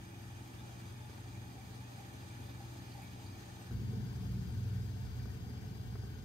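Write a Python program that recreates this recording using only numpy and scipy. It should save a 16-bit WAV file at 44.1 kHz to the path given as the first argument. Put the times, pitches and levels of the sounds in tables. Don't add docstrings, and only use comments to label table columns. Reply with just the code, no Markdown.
import sys
import numpy as np
from scipy import signal
from scipy.fft import rfft, irfft
from scipy.io import wavfile
from scipy.ndimage import uniform_filter1d

SR = 44100
rng = np.random.default_rng(int(sys.argv[2]) if len(sys.argv) > 2 else 0)


def wav_out(sig):
    wavfile.write(sys.argv[1], SR, np.round(np.clip(np.atleast_2d(sig).T, -1, 1) * 32767).astype(np.int16))


N = 275184
TIME = np.arange(N) / SR
FREQ = np.maximum(np.fft.rfftfreq(N, 1 / SR), 1)

MOVE_S, MOVE_LENGTH_S = 3.705, 0.027

# pitch in Hz, level in front in dB,
# level at the glass in dB, pitch wander in Hz, level wander in dB.
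PUMP_TONES = [(59.45, -72, -56.5, 0.05, 2.5), (98.2, -58.5, -47.5, 0.31, 3),
              (119.65, -52, -44.5, 0.14, 1.5), (180.8, -65.5, -56.5, 0.099, 2.5),
              (235.4, -69, -67, 0.51, 1)]
WHINE_HZ, WHINE_FRONT_DB, WHINE_GLASS_DB = 336.5, -65, -77.5
# middle in seconds, half length in seconds, change in dB.
WHINE_LULLS = [(1.06, 0.11, -16), (1.64, .1, -10), (1.898, 0.085, -14), (3.1, 0.091, -18)]
# middle in seconds, half length in seconds, change in dB.
BASS_SWELLS = [(0, 0.24, -2), (1.993, 0.15, -4.5), (2.367, 0.24, 2.5)]

# frequency in Hz, relative level in dB.
RUMBLE_COLOUR = [(10, -45), (26, -36), (33, -24), (48, -11), (60, -1.5), (76, 3), (95, -2), (125, -7.5),
                 (160, -21.5), (400, -88)]
# frequency in Hz, relative level in dB.
DRONE_COLOUR = [(60, -43), (110, -13.5), (132, 3), (158, -5), (185, -0.5), (222, -4), (250, -16),
                (340, -23), (430, -21), (600, -55), (1500, -76)]
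HUM_FRONT_DB, RUMBLE_FRONT_DB, DRONE_FRONT_DB = 0, -57, -59
# time in seconds, level added to the hum tones in dB,
# rumble level in dB, drone level in dB.
GLASS_BASS_LEVELS = [(3.75, 2, -45.5, -47), (4.02, 0.5, -55, -45), (4.2, -1, -46, -49),
                     (4.34, 6, -54, -44.5), (4.5, -2, -43.5, -48), (4.75, 4.5, -49, -54.5),
                     (5, 0, -47.5, -53), (5.15, -3.5, -43.5, -55.5), (5.72, -6.5, -52, -50),
                     (5.97, -1, -47, -55), (6.24, -10.5, -52, -54)]
RUMBLE_SIDE_DB, DRONE_SIDE_DB, WIDER_DB = -14, -10.5, 4.5
BASS_LAG_S = 0.00018

# frequency in Hz, level in dB per Hz,
# likeness of the ears from -1 to 1, left minus right in dB.
FRONT_WASH = [(255, -82, 0.87, 0.5), (330, -89, 1, -9), (420, -86.5, -0.47, -4.5), (526, -94, 0.032, 9),
              (920, -89.5, -0.12, -.5), (1410, -94, -0.4, 1.5), (2030, -99, 0.28, -1.5),
              (3020, -100.2, 0.27, -3.5), (3900, -99.5, 0.33, 0), (6760, -100.4, 0.057, 3),
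              (8400, -102.6, -0.11, 0), (10860, -109.2, -0.53, -1.5), (12800, -109, 1, 0),
              (15900, -114, 1, 2)]
# frequency in Hz, level in dB per Hz,
# likeness of the ears from -1 to 1, left minus right in dB.
GLASS_WASH = [(252, -75, 0.57, 1), (343, -82, 0.99, -2.5), (437, -89.5, 0.44, 9), (520, -94, -0.12, 1.5),
              (990, -93, -0.29, 8), (1370, -96.5, -0.57, 6), (1830, -98, -0.046, 8),
              (2950, -101.2, -0.41, 1.5), (5260, -100.3, 0.62, 2.5), (6400, -102.2, -0.16, 6),
              (8400, -108.8, 0.08, 12), (10100, -110.3, -0.63, -1.5), (13200, -108.2, 1, 1),
              (15700, -113.5, 1, -4)]
# pitch in Hz, width in Hz,
# level in dB per Hz, lead of the left ear in radians.
FRONT_WAVES = [(271.3, 48.6, -80.5, 0.38), (591.6, 14.5, -85.5, 4), (712, 27, -88, -1.5),
               (819, 92, -88.5, -0.44), (1167, 29, -92, 2.5), (1755, 310, -93.5, 4), (2302, 57, -93.5, 0.7),
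               (2430, 102, -93, 1), (3210, 1500, -102.8, 3.5), (5240, 464, -103, 2.5)]
# pitch in Hz, width in Hz,
# level in dB per Hz, lead of the left ear in radians.
GLASS_WAVES = [(431, 69, -87.5, -1), (583, 21, -89, 4), (745, 62, -87, -4.5), (889, 30, -86.5, -2.5),
               (1520, 170, -94.5, 1.06), (2295, 94, -99, 0.5), (3137, 800, -100.5, 4.5),
               (4950, 420, -97, -4)]
# centre in Hz, half width in Hz,
# depth in dB, start of filling in seconds, length of filling in seconds.
FILLING_DIP = (4256, 448, -3, 0.5, 1)
SPILL_S, SPILL_HALF_S, SPILL_DB = 2.47, 0.61, 1

GLUG_FALL_DB = -5
# start in seconds, pitch in Hz, peak in dB, ring in cycles.
SINGLE_DROPS = [(.478, 13260, -54, 69), (.6, 3620, -59, 70), (.925, 8500, -57, 70), (1.015, 3480, -62, 70),
                (1.356, 2310, -53.5, 60), (2.603, 778, -51, 45), (2.76, 805, -62, 42),
                (3.015, 810, -56, 36), (3.268, 4680, -56, 70)]
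# start in seconds, centre pitch in Hz, pitch spread in octaves,
# level in dB, length in seconds, ring in cycles.
SPLASH_SPATTERS = [(0.586, 3580, .02, -68, 0.029, 60), (0.601, 850, 0.026, -64.5, .05, 34),
                   (0.993, 3500, .015, -72, 0.06, 70), (1.349, 2280, .05, -70, 0.029, 45),
                   (1.975, 800, 0.033, -60.5, 0.053, 46), (2.919, 4360, .04, -67, 0.03, 50),
                   (2.945, 818, 0.034, -63, .08, 44), (3.019, 9800, 0.29, -67.5, 0.032, 24),
                   (3.02, 2330, .06, -66, 0.044, 35), (3.263, 4520, .015, -63.5, 0.017, 77),
                   (3.565, 970, .4, -65, 0.031, 23), (3.622, 5570, .25, -66, 0.011, 22),
                   (3.921, 420, 0.054, -58.5, .11, 21)]
# start in seconds, level in dB, brightness in dB per octave.
SUMP_KNOCKS = [(1.096, -50.5, -3), (3.71, -48, -5), (5.256, -49, -3), (5.538, -50, -5), (5.9542, -49, 1.5),
               (6.036, -50, -10), (6.071, -67, 2)]
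# pitch in Hz, level against the knock in dB, 60 dB decay time in seconds.
SUMP_MODES = [(405, 3.5, .035), (734, -13, 0.018), (1030, -10, 0.015), (1464, -6, 0.015),
              (1800, -19, 0.013)]

# centre in Hz, half width in Hz, depth in dB.
TREBLE_DIPS = [(5560, 330, -6.5), (7500, 420, -6.5)]
TOP_HZ = 15650


def undb(db):
    return np.exp(np.asarray(db) * (np.log(10) / 20))


def unit(x):
    return x / np.sqrt(np.mean(x ** 2))


def pan(db):
    return undb(np.array([[.5], [-.5]]) * db)


def spectra(rows):
    hz, *columns = np.transpose(rows)
    return [np.interp(np.log(FREQ), np.log(hz), column) for column in columns]


def walk(rate_hz, size=4096):
    coarse_time = np.linspace(0, TIME[-1], size)
    smoothing = np.exp(-(np.fft.rfftfreq(size, coarse_time[1]) / rate_hz) ** 2)
    slow = irfft(rfft(rng.standard_normal(size)) * smoothing)
    return np.interp(TIME, coarse_time, unit(slow))


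def swell(s, half_s, db):
    return db * np.exp(-((TIME - s) / half_s) ** 2)


def add(out, s, sound):
    i = int(np.clip(s * SR, 0, N - 1))
    out[..., i:i + sound.shape[-1]] += sound[..., :N - i]


def cabinet(x, t60_s, wet_db):
    t = TIME[:SR // 3]
    tail = rng.standard_normal((2, len(t))) * np.exp(-np.log(1000) * t / t60_s)
    tail /= np.sqrt(np.sum(tail ** 2, axis=1, keepdims=True))
    reflections = signal.fftconvolve(np.atleast_2d(x), tail, axes=1)[:, :N]
    return x + undb(wet_db) * reflections


def bass_db(close, front_db, column):
    s, *levels = np.transpose(GLASS_BASS_LEVELS)
    glass_db = np.interp(TIME, s, levels[column])
    return front_db + (glass_db - front_db) * close


def turbulence(colour, side_db):
    mid, side = irfft(rfft(rng.standard_normal((2, N))) * undb(spectra(colour)[0]), N)
    strength = np.sqrt(uniform_filter1d(mid ** 2, size=SR // 8))
    return mid / strength + undb(side_db) * unit(side) * np.array([[1], [-1]])


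def pipes(close, swell_db):
    rumble_db = bass_db(close, RUMBLE_FRONT_DB, column=1) + swell_db
    rumble = turbulence(RUMBLE_COLOUR, RUMBLE_SIDE_DB + WIDER_DB * close) * undb(rumble_db)
    drone_db = bass_db(close, DRONE_FRONT_DB, column=2)
    drone = turbulence(DRONE_COLOUR, DRONE_SIDE_DB + WIDER_DB / 2 * close) * undb(drone_db)
    return rumble + drone


def tone(hz, db, wander_hz, wander_db):
    phase = 2 * np.pi * (rng.random() + np.cumsum(hz + wander_hz * walk(2.55)) / SR)
    return np.sqrt(2) * undb(db + wander_db * walk(4.0)) * np.sin(phase)


def pumps(close, swell_db):
    hum_db = bass_db(close, HUM_FRONT_DB, column=0) + swell_db
    hum = 0
    for hz, front_db, glass_db, wander_hz, wander_db in PUMP_TONES:
        place_db = front_db + (glass_db - front_db) * close
        hum = hum + tone(hz, hum_db + place_db, wander_hz, wander_db)
    whine_db = WHINE_FRONT_DB + (WHINE_GLASS_DB - WHINE_FRONT_DB) * close
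    whine_db = whine_db + sum(swell(*row) for row in WHINE_LULLS)
    return hum + tone(WHINE_HZ, whine_db, wander_hz=0.44, wander_db=1.66)


def right_later(x, lag_s):
    return np.array([x[0], np.interp(TIME - lag_s, TIME, x[1])])


def knocks(crack_db=-2, crack_t60_s=0.028, crack_low_hz=380, crack_high_hz=1600):
    out, t = np.zeros(N), TIME[:SR // 10]
    band = signal.butter(4, [crack_low_hz, crack_high_hz], "bandpass", fs=SR, output="sos")
    for s, db, tilt_db in SUMP_KNOCKS:
        noise = unit(signal.sosfilt(band, rng.standard_normal(len(t))))
        crack = noise * np.exp(-np.log(1000) * t / crack_t60_s)
        add(out, s, undb(db + crack_db + tilt_db) * crack)
        for hz, mode_db, t60_s in SUMP_MODES:
            octaves_up = np.log2(hz / SUMP_MODES[0][0])
            gain = undb(db + mode_db + tilt_db * octaves_up) * rng.choice([-1, 1])
            add(out, s, gain * np.sin(2 * np.pi * hz * t) * np.exp(-np.log(1000) * t / t60_s))
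    return out


def bubble(hz, cycles, glide=0.032):
    age = np.linspace(0, 1, int(cycles * SR / hz) + 2)
    return np.sin(2 * np.pi * cycles * age * (1 + glide * age)) * np.exp(-np.log(100) * age)


def drops():
    out = np.zeros(N)
    for s, hz, db, cycles in SINGLE_DROPS:
        add(out, s, undb(db) * bubble(hz, cycles))
    return out


def splashes(count=16):
    out = np.zeros(N)
    for s, hz, octaves, db, length_s, cycles in SPLASH_SPATTERS:
        spatter = np.zeros(SR // 5)
        for when, pitch in zip(rng.random(count) ** 2, rng.standard_normal(count)):
            add(spatter, when * length_s, bubble(hz * 2 ** (octaves * pitch), cycles))
        scale = np.sqrt(length_s * SR / np.sum(spatter ** 2))
        add(out, s, undb(db) * spatter * scale)
    return out


def glugs(count=170, centre_hz=805, octaves=0.07, db=-63, spread_db=1.5, cycles=36):
    out = np.zeros(N)
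    for when, pitch, size, ring in rng.random((count, 4)):
        hz = centre_hz * 2 ** (octaves * 2 * (2 * pitch - 1))
        strength = undb(db - spread_db * np.log(max(size, .05)))
        add(out, when * TIME[-1], strength * bubble(hz, cycles * (.5 + ring)))
    return out


def fizz(count=6000, low_hz=1300, high_hz=15000, spread_db=2.5, cycles=48):
    out = np.zeros(N)
    for when, pitch, size, ring in rng.random((count, 4)):
        hz = low_hz * (high_hz / low_hz) ** np.sqrt(pitch)
        strength = undb(-spread_db * np.log(max(size, .03))) * (hz / high_hz) ** 0.7
        add(out, when * TIME[-1], strength * bubble(hz, cycles * (.5 + ring)))
    return out


def gurgle(x, depth_db=0.59, rate_hz=9, count=12):
    edges = np.r_[0, np.geomspace(700, TOP_HZ, count - 1), SR]
    spectrum = rfft(x)
    out = 0
    for low, high in zip(edges, edges[1:]):
        band = irfft(spectrum * ((FREQ >= low) & (FREQ < high)), N)
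        out = out + band * undb(depth_db * walk(rate_hz))
    return out


def water(fizz_db=-8.5, hiss_db=-1.0, surge_db=-0.44, flutter_db=0.8):
    bubbles = cabinet(np.array([fizz(), fizz()]), t60_s=0.1, wet_db=1.0)
    hiss = gurgle(cabinet(rng.standard_normal((2, N)), t60_s=0.14, wet_db=-10.5))
    hiss = hiss * undb(flutter_db * walk(36))
    strength = undb(swell(SPILL_S, SPILL_HALF_S, SPILL_DB) + surge_db * walk(1.0))
    return (undb(fizz_db) * unit(bubbles) + undb(hiss_db) * unit(hiss)) * strength


def standing_wave(hz, width, lead, drift=.009, spread=0.86):
    drive = walk(spread * width, size=32768) + 1j * walk(spread * width, size=32768)
    phase = 2 * np.pi * np.cumsum(hz * (1 + drift * walk(5))) / SR
    ring = np.sqrt(width) * drive * np.exp(1j * phase)
    return ring.real * np.cos(lead / 2) - ring.imag * np.sin(lead / 2) * np.array([[1], [-1]])


def wash(splash, colour, waves, waver_db=1.33, low_cut_hz=235):
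    db, likeness, balance_db = spectra(colour)
    likeness = np.clip(likeness, -.99, .99)
    mid, side = rfft(splash) * np.sqrt([(1 + likeness) / 2, (1 - likeness) / 2])
    low_cut = 1 / np.sqrt(1 + (low_cut_hz / FREQ) ** 8)
    diffuse = undb(db) * np.sqrt(SR / 2) * np.array([mid + side, mid - side]) * low_cut
    spill_db = swell(SPILL_S, SPILL_HALF_S, SPILL_DB)
    ringing = 0
    for hz, width, wave_db, lead in waves:
        strength = undb(wave_db + spill_db + waver_db * walk(10.3))
        ringing = ringing + standing_wave(hz, width, lead) * strength
    return irfft((diffuse + rfft(ringing)) * pan(balance_db), N)


def hollow(x, hz, width_hz, depth_db, until_s, length_s):
    band = irfft(rfft(x) * np.exp(-((FREQ - hz) / width_hz) ** 2), N)
    remaining = np.clip(1 - (TIME - until_s) / length_s, 0, 1)
    return x + band * (undb(depth_db * remaining) - 1)


def scene():
    close = np.clip((TIME - MOVE_S) / MOVE_LENGTH_S + .5, 0, 1)
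    swell_db = sum(swell(*row) for row in BASS_SWELLS)
    bass_balance_db = 1.3 * (1 - close) + 0.22 * close
    bass = (pipes(close, swell_db) + pumps(close, swell_db)) * pan(bass_balance_db)
    bass = right_later(bass, BASS_LAG_S * (1 - close))
    drain = glugs() * undb(GLUG_FALL_DB * close)
    small = cabinet(drain + drops() + splashes() + knocks(), t60_s=0.05, wet_db=-10)
    splash = water()
    front = hollow(wash(splash, FRONT_WASH, FRONT_WAVES), *FILLING_DIP)
    glass = wash(splash, GLASS_WASH, GLASS_WAVES)
    return bass + small + (1 - close) * front + close * glass


def record(dry):
    colour_db = sum(db * np.exp(-((FREQ - hz) / width) ** 4) for hz, width, db in TREBLE_DIPS)
    heard = irfft(rfft(dry) * undb(colour_db), N)
    top_cut = signal.ellip(10, .2, 70, TOP_HZ, fs=SR, output="sos")
    return signal.sosfilt(top_cut, heard)


dry = scene()
out = record(dry)
wav_out(out)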